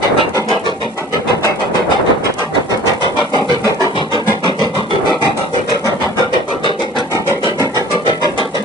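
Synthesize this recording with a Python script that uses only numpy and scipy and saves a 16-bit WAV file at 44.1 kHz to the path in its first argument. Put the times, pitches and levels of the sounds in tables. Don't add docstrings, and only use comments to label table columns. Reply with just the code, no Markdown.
import sys
import numpy as np
from scipy import signal
from scipy.fft import rfft, irfft
from scipy.io import wavfile
from scipy.ndimage import uniform_filter1d

SR = 44100
rng = np.random.default_rng(int(sys.argv[2]) if len(sys.argv) > 2 else 0)


def output_pcm(signal):
    pcm = np.clip(np.atleast_2d(signal).T, -1, 1) * 32767
    wavfile.write(sys.argv[1], SR, np.round(pcm).astype(np.int16))


N = 381024
T = np.arange(N) / SR
FREQS = np.maximum(np.arange(N // 2 + 1) * SR / N, 1)


# (time [s], squeeze length [s], crack level [dB], crunch over crack [dB], splinters over crack [dB],
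#  boom level [dB], stone pitch [Hz], largest fragment's pitch [Hz], hollow notch [Hz])
BITES = [(0.007, 0.03, -19, 2.5, -17.5, -30.5, 540.0, 1450.0, 2480.0),
         (0.169, 0.039, -17, 0.5, -19.5, -33, 790.0, 2790, 2130),
         (0.338, 0.046, -21.5, 5.5, -16.5, -25.5, 615, 1420, 3120),
         (0.482, 0.049, -20, 5, -17.5, -30, 650, 1600, 1900),
         (0.645, 0.031, -23, 5.5, -15, -31, 775, 3220, 2060),
         (0.806, 0.017, -26, 5, -16.5, -31, 510, 1880, 1620.0),
         (0.971, 0.014, -27.5, 5.5, -14.5, -30.5, 600, 1670, 3160),
         (1.121, 0.03, -20.5, 1.5, -20, -27, 440, 1440, 3520),
         (1.272, 0.041, -22, 3.5, -17.5, -24.5, 590.0, 1470.0, 2940),
         (1.428, 0.053, -17, 2.5, -19, -31, 790, 1450, 3560),
         (1.592, 0.035, -26, 8, -13.5, -30.5, 855, 2780, 1650),
         (1.738, 0.046, -21.5, 5, -16.5, -25, 620.0, 1450, 2830),
         (1.9, 0.041, -20.5, 5, -15, -38, 925, 2850, 1630),
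         (2.056, 0.055, -26, -1, -18.5, -37, 597.0, 1470, 2400),
         (2.239, 0.023, -21.5, -2.5, -16, -36, 790, 1770, 3620),
         (2.381, 0.018, -21.5, 3, -14.5, -35, 520.0, 1800, 2000),
         (2.54, 0.021, -24.5, -0.5, -15.5, -37, 930, 1470, 2290),
         (2.694, 0.038, -23.5, 5, -15.5, -32, 850, 1430, 2720.0),
         (2.857, 0.04, -18.5, 1.5, -14.5, -26.5, 488.0, 1710, 2720),
         (3.007, 0.044, -20, 4.0, -14.0, -27.0, 770, 1720.0, 2300),
         (3.161, 0.046, -20.5, 6.5, -17.5, -26.5, 540, 2900, 1970),
         (3.325, 0.063, -22, 8, -15, -22, 676, 3100, 1470),
         (3.484, 0.053, -19.5, 4, -19.5, -19.5, 480, 1640, 2630),
         (3.635, 0.058, -21, 6.5, -16, -28, 485.0, 1650.0, 2850.0),
         (3.796, 0.068, -21, 6.5, -17, -23.0, 860, 1700, 2110.0),
         (3.95, 0.051, -21.5, 2.5, -17.0, -21.5, 522.0, 1650, 1460),
         (4.11, 0.048, -20.0, 3, -17.5, -23.0, 530, 2020, 2530),
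         (4.265, 0.054, -20.0, 2.5, -15.0, -23, 805, 1650, 1410),
         (4.432, 0.039, -18.5, 1.5, -18, -19, 497, 1610, 1770),
         (4.585, 0.054, -21.5, 5, -14.5, -20.5, 475, 1580, 1610),
         (4.741, 0.049, -23.5, 5.5, -15.5, -20.5, 560, 2750, 1810),
         (4.897, 0.061, -23.5, 4.5, -16, -21.5, 478.0, 2110, 1670),
         (5.051, 0.071, -21.5, 7, -15.0, -20, 467, 2290, 2870),
         (5.213, 0.059, -18, 3.5, -15.0, -20, 480, 2390.0, 2880),
         (5.367, 0.071, -27.5, 7.5, -8.5, -33.0, 413, 1280, 1660),
         (5.528, 0.062, -24, 6.5, -11.5, -25, 480, 3090.0, 1660),
         (5.677, 0.064, -21, 4.5, -15, -26, 460, 2400, 3080.0),
         (5.841, 0.051, -22.5, 6.0, -14.5, -22, 560, 1600, 2550),
         (6, 0.046, -21, 4, -18.5, -25.0, 410, 1610, 2710),
         (6.166, 0.057, -20.0, 6, -16.5, -24.0, 500, 1730, 2090.0),
         (6.325, 0.025, -21, 6.5, -17, -31, 476, 1920, 1660),
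         (6.479, 0.038, -26.5, 7.5, -12.5, -27, 545, 2950, 1850.0),
         (6.634, 0.041, -19.0, 2.5, -18, -27, 590.0, 2770, 1850),
         (6.79, 0.047, -25, 5.5, -10.5, -26.5, 523.0, 3250, 1690),
         (6.954, 0.043, -22.0, 4, -18, -23.5, 525.0, 1520.0, 2170),
         (7.108, 0.058, -20.5, 2.5, -15.5, -22.5, 533.0, 1400, 3270.0),
         (7.262, 0.051, -21, 6.5, -14.5, -24, 560, 2300, 1720),
         (7.426, 0.052, -19.0, 1.5, -15, -21.5, 484, 2980.0, 2720),
         (7.581, 0.064, -20.0, 2, -17, -18, 507, 2720, 3230),
         (7.744, 0.036, -19.0, 2.0, -15.5, -27, 503, 1930, 2550),
         (7.899, 0.045, -22, 6, -13.5, -24.5, 570, 1810.0, 1540),
         (8.054, 0.049, -18.0, 4.0, -18.5, -28, 450, 1860, 1186),
         (8.212, 0.041, -20.5, 6, -16.5, -25.5, 514, 1640.0, 1390),
         (8.373, 0.028, -20.5, 3, -16, -26.0, 470, 1680.0, 2380),
         (8.544, 0.0057, -23, 4.0, -14, -30, 580, 1670, 2260)]

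def jaw(lead_s=.02, stone_db=-6, stone_width_hz=75):
    out, steel = np.zeros((2, N)), shell()
    t = T[:SR // 3] - lead_s
    loud_part = (t > 0) & (t < .075)
    for s, length, crack_db, weight_db, brittle_db, boom_db, stone_hz, ring_hz, hollow_hz in BITES:
        fractures = grains(rate=5000, spread_db=2.9, ring_t60=.035, ring_db=1, size=len(t))
        clank = undb(stone_db) * resonate(fractures, stone_hz, stone_width_hz)
        rock = hollow_ring(fractures + clank + shards(fractures), hollow_hz, ring_hz)
        boom = band(rock, 66, 313) * squeeze(t, .0077, .067, t60=.4, rise_s=.018)
        crunch = band(rock, 443, 1194) * squeeze(t, .0071, 1.22 * length, t60=.3, rise_s=.012)
        crack = band(rock, 1877, 3980) * squeeze(t, .0086, 1.06 * length, t60=.25, rise_s=.008)
        splinters = band(rock, 5000, 9800) * squeeze(t, .0032, .7 * length, t60=.2, rise_s=.0048)
        levels = boom_db, crack_db + weight_db, crack_db, crack_db + brittle_db
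        for layer, db in zip((boom, crunch, crack, splinters), levels):
            layer = signal.fftconvolve(layer, steel)[:, :len(t)]
            add(out, s - lead_s, undb(db) * layer / layer[:, loud_part].std(axis=1, keepdims=True))
    return out


def squeeze(t, break_s, hold_s, t60, rise_s=.016, grip_db=-22, sag_db_per_s=45):
    grip = undb(grip_db) * (1 + np.tanh((t + .01) / .005))
    attack = 1 + np.tanh((t - break_s) / rise_s)
    sag = undb(-sag_db_per_s * np.clip(t, 0, hold_s))
    return (grip + attack) * sag * fade(t - hold_s, t60)


def shards(fractures, lo_hz=950, hi_hz=4400, width_hz=24, shard_db=-1, count=5):
    pitches = lo_hz * (hi_hz / lo_hz) ** rng.random(count)
    return undb(shard_db) * sum(resonate(fractures, hz, width_hz) for hz in pitches)


def hollow_ring(x, hollow_hz, ring_hz, width_hz=330, ring_width_hz=60, ring_db=-2):
    mid, side = x
    ring = undb(ring_db) * resonate(mid, ring_hz, ring_width_hz)
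    for _ in range(2):
        mid = mid - resonate(mid, hollow_hz, width_hz)
    side = side + .5 * resonate(side, hollow_hz, width_hz) - resonate(side, ring_hz, ring_width_hz)
    return np.array([mid + ring, side])


# (pitch [Hz], width [Hz], level over the dry hit [dB])
PLATE_MODES = [(170.5, 50, -1.5), (202, 12, -2), (223, 6.7, -14.5), (268.4, 8.4, 0), (384, 39, -1.5),
               (482.6, 17, -3.5), (595, 44, -18), (784.3, 24.6, 7.5), (896, 82, 1), (1180, 64, -4),
               (1320, 38, 0), (5890, 1160, -0.5)]
# (frequency [Hz], gain [dB])
SHELL_EQ = [(40, -44.5), (100, -14.5), (150, -10), (200, -6), (320, -5.5), (450, 0), (610, 0), (700, -9.5),
            (760, -8), (900, -7.5), (1060, -10), (1400, -4.5), (1750, -9), (2400, -14.5), (3700, -22.5),
            (4700, -27), (7000, -33), (8600, -29), (10200, -37)]

def shell():
    tap = signal.unit_impulse(N)
    ringing = sum(undb(db) * resonate(tap, hz, width) for hz, width, db in PLATE_MODES)
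    return colour(tap + ringing, along(SHELL_EQ))[None, :SR // 8]


# (time [s], peak level [dB])
STONE_SNAPS = [(0.486, -11.5), (1.448, -13), (1.755, -17), (1.9, -24), (2.384, -23), (2.707, -33),
               (2.868, -18), (3.333, -27), (3.493, -30), (3.814, -22), (4.125, -30), (5.374, -11.5),
               (5.695, -10.5), (5.859, -16), (6.328, -22), (6.636, -19), (6.985, -15), (7.273, -16.5),
               (7.596, -13), (7.913, -11), (8.377, -13)]

def snaps(t60=.11, body_hz=2600, body_width_hz=2200, body_db=4):
    out, t = np.zeros((2, N)), T[:SR // 12]
    for s, db in STONE_SNAPS:
        grit = grains(rate=4000, spread_db=2, ring_t60=.01, ring_db=0, size=len(t))
        body = undb(body_db) * resonate(grit, body_hz, body_width_hz)
        snap = (band(grit, 1500, 10000) + body) * fade(t, t60)
        add(out, s, undb(db) * snap / np.abs(snap).max())
    return out


# (time [s], level [dB], pitch [Hz])
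PLATE_CLANGS = [(0.5, -24, 640), (3.33, -32, 777), (3.502, -25, 281), (4.28, -29, 772), (4.278, -22.5, 213),
                (4.44, -28, 195), (4.599, -27, 202), (7.119, -28, 231), (7.598, -34, 232)]

def clangs(width_hz=14, hold_s=.033, t60=.3, lead_s=.02):
    out, t = np.zeros((2, N)), T[:SR // 4] - lead_s
    for s, db, hz in PLATE_CLANGS:
        plate = unit(resonate(rng.standard_normal((2, len(t))), hz, width_hz))
        add(out, s - lead_s, undb(db) * plate * squeeze(t, .004, hold_s, t60))
    return out


# (time [s], level [dB])
PATTER_RIDE = [(0, -45), (1, -47), (2.5, -47.5), (2.8, -43), (3.5, -41.5), (4.2, -46), (5.8, -42),
               (6.5, -50), (7.4, -44.5), (8.6, -44)]
# (time [s], peak level [dB], pitch [Hz])
CHIP_TICKS = [(0.2926, -22, 4390), (0.596, -22, 8800), (1.5589, -25, 4390), (2.3396, -17.5, 6200),
              (2.7746, -21, 3230), (2.935, -20, 4040), (3.2994, -32, 4230), (3.745, -20, 5960),
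              (4.567, -31, 6000), (4.832, -26, 5120), (5.312, -41, 7000), (5.795, -27, 6060),
              (6.597, -33, 5500), (8.177, -29, 7500), (8.6253, -23, 8000)]

def gravel():
    patter = grains(rate=900, spread_db=1.8, ring_t60=.025, ring_db=9, size=N)
    ride = undb(np.interp(T, *np.transpose(PATTER_RIDE)))
    out = ride * unit(band(patter, 2900, 18000, order=1))
    t = T[:SR // 20]
    for s, db, hz in CHIP_TICKS:
        noise = rng.standard_normal((2, len(t)))
        tone = unit(resonate(noise, hz, width_hz=1300))
        tick = (tone + 3.4 * unit(band(noise, 3000, 15000))) * fade(t, t60=.019)
        add(out, s, undb(db) * tick / np.abs(tick).max())
    return out


# (frequency [Hz], gain [dB])
WIND_EQ = [(20, -20.5), (45, -10.5), (90, -2.5), (200, -1.5), (450, 3), (750, -2), (1300, -11.5),
           (2000, -20.5), (4000, -46.5), (9000, -53.5)]

def wind(flutter_db=3, eddy_hz=480, strong_db=-26.5):
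    gust_db = gusts()
    air = unit(colour(rng.standard_normal((2, N)), along(WIND_EQ)))
    rumble = signal.sosfiltfilt(signal.butter(2, eddy_hz, fs=SR, output="sos"), air)
    rush = (air - rumble) * undb(np.minimum(gust_db - strong_db, 4))
    flutter = unit(undb(flutter_db * np.array([walk(100), walk(70)])))
    return (rumble + rush) * flutter * undb(gust_db)


# (time fully up [s], hold [s], level [dB])
GUST_CUES = [(0, 0.29, -22.5), (0.467, 0.015, -31), (0.642, 0.034, -25.5), (1.163, 0.026, -23.5),
             (1.254, 0.04, -22.5), (1.314, 0.079, -20), (1.437, 0.17, -23.5), (1.643, 0.05, -19),
             (1.769, 0.061, -15.5), (1.868, 0.023, -21), (1.916, 0.053, -26), (2.019, 0.076, -12),
             (2.132, 0.017, -17.5), (2.203, 0.011, -24.5), (2.247, 0.033, -23.5), (2.356, .06, -30),
             (2.547, 0.11, -22.5), (2.722, 0.067, -19.5), (2.844, 0.051, -23), (2.89, 0.077, -23),
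             (3.05, 0.03, -25), (3.139, 0.023, -26.5), (3.586, 0.019, -25.5), (3.71, 0.041, -28),
             (3.888, 0.032, -34), (4.95, 0.03, -21), (5.023, 0.029, -17.5), (5.296, 0.029, -24),
             (5.396, 0.077, -23), (5.562, 0.088, -25.5), (5.893, 0.041, -23.5), (6.015, 0.084, -24),
             (6.17, 0.1, -26.5), (6.343, 0.07, -24), (6.566, 0.045, -30), (7.17, .04, -29),
             (7.45, 0.047, -36), (7.598, 0.027, -35), (7.82, 0.097, -28.5), (8.06, 0.037, -27),
             (8.3, 0.07, -26.5), (8.569, 0.034, -27)]

def gusts(attack_s=.049, release_s=.06, breeze_db=-42.5, buffet_db=3, buffets_per_s=24):
    power = undb(breeze_db) ** 2
    for s, hold, db in GUST_CUES:
        swell = np.interp(T, [s - attack_s, s, s + hold, s + hold + release_s], [0, 1, 1, 0])
        power = power + (undb(db) * swell) ** 2
    return 10 * np.log10(power) + buffet_db * walk(buffets_per_s)


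# (frequency [Hz], gain [dB])
DRONE_EQ = [(20, -27), (45, -17), (80, -6), (120, -4), (170, 1), (320, -5), (520, 1), (900, -5),
            (1500, -13), (2300, -13), (3300, -22), (5000, -30), (10000, -34)]
# (pitch [Hz], level [dB], wander [share of pitch])
ENGINE_TONES = [(81, -50, .03), (160, -41, .015), (220, -35, .015), (785, -41, .003), (2630, -59, .002),
                (4390, -62, .003)]

def excavator(drone_db=-32):
    clatter = grains(rate=1800, spread_db=1.5, ring_t60=.04, ring_db=11.5, size=N)
    out = undb(drone_db) * unit(colour(clatter, along(DRONE_EQ)))
    for hz, db, wander in ENGINE_TONES:
        phase = 2 * np.pi * np.cumsum(hz * (1 + wander * walk(12))) / SR
        tremble = undb(6.9 * walk(27))
        out[0] += undb(db) * unit(np.sin(phase) * tremble)
    return out


# (frequency [Hz], correlation [-1..1])
PORT_LIKENESS = [(50, .8), (200, .985), (550, .985), (850, .9), (1200, .5), (1350, -.6), (1480, -.85),
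                 (1630, -.3), (1780, -.8), (2000, -.15), (2250, -.35), (2480, -.05), (2700, -.7),
                 (3000, -.4), (3250, -.65), (3500, .4), (4150, -.2), (4650, .45), (5600, -.25), (7000, 0)]

def stereo_width(x, drift=1.08, patch_hz=115, patch_s=.057, from_hz=1100, to_hz=4200):
    frames = dict(fs=SR, nperseg=1024, noverlap=768)
    hz, t, spectrum = signal.stft(x, **frames)
    patches = rng.standard_normal(spectrum.shape[1:])
    for axis, size in ((0, patch_hz / hz[1]), (1, patch_s / t[1])):
        window = signal.windows.gaussian(41, size / 3)
        patches = signal.fftconvolve(patches, np.expand_dims(window, 1 - axis), "same", axes=axis)
    spread = (drift / (1 + (from_hz / np.maximum(hz, 1)) ** 8 + (hz / to_hz) ** 8))[:, None]
    usual = np.arctanh(np.interp(hz, *np.transpose(PORT_LIKENESS)))[:, None]
    alike = np.tanh(usual * np.sqrt(1 + spread ** 2) + spread * unit(patches))
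    shares = np.maximum(np.array([1 + alike.T, 1 - alike.T]) / 2, 1e-3)
    gains = causal(10 * np.log10(shares)).swapaxes(1, 2)
    return signal.istft(spectrum * gains, **frames)[1][:, :N]


def grains(rate, spread_db, ring_t60, ring_db, size):
    hits = rng.random(size) < rate / SR
    sizes = hits * undb(spread_db * np.minimum(rng.exponential(size=size), 3))
    t = T[:SR // 20]
    scatter = rng.standard_normal((2, len(t))) * fade(t, ring_t60)
    scatter *= undb(ring_db) / np.linalg.norm(scatter, axis=1, keepdims=True)
    scatter[:, 0] += 1
    clicks = sizes * rng.standard_normal((2, size))
    return unit(signal.fftconvolve(clicks, scatter, axes=-1)[:, :size])


def walk(rate):
    size = int(SR / rate)
    drift = uniform_filter1d(rng.standard_normal(N), size, mode="wrap")
    return unit(uniform_filter1d(drift, size, mode="wrap"))


def undb(db):
    return 10 ** (np.asarray(db) / 20)


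def unit(x):
    return x / np.sqrt(np.mean(x ** 2) + 1e-18)


def along(points):
    hz, value = np.transpose(points)
    return np.interp(np.log(FREQS), np.log(hz), value)


def colour(x, db):
    return irfft(rfft(x) * causal(db), N)


def causal(db):
    cepstrum = irfft(db * np.log(10) / 20)
    half = cepstrum.shape[-1] // 2
    cepstrum[..., 1:half] *= 2
    cepstrum[..., half + 1:] = 0
    return np.exp(rfft(cepstrum))


def resonate(x, hz, width_hz):
    return signal.lfilter(*signal.iirpeak(min(hz, SR / 3), hz / width_hz, fs=SR), x)


def band(x, lo_hz, hi_hz, order=3):
    return signal.sosfilt(signal.butter(order, [lo_hz, hi_hz], "band", fs=SR, output="sos"), x)


def fade(t, t60):
    return np.exp(-np.log(1000) * np.maximum(t, 0) / t60)


def add(out, s, x):
    i = max(int(s * SR), 0)
    out[:, i:i + x.shape[1]] += x[:, :max(N - i, 0)]


# (frequency [Hz], left over right [dB])
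TREBLE_PAN = [(1800, 0), (3800, -1), (4900, 1.5), (6000, -5), (6900, -1.5), (7600, 1.5), (8300, -9),
              (9500, 4), (10200, 1.5)]

def scene():
    machine = stereo_width(jaw() + clangs() + excavator())
    grit = np.sqrt(.5) * (snaps() + gravel())
    mid, side = rfft(machine + grit)
    pan = undb(along(TREBLE_PAN) / 2)
    return irfft(np.array([(mid + side) * pan, (mid - side) / pan]), N) + wind()


def record(dry):
    high_cut = signal.ellip(10, .2, 80, 10250, fs=SR, output="sos")
    return signal.sosfilt(high_cut, np.clip(dry, -1, 1))


dry = scene()
out = record(dry)
output_pcm(out)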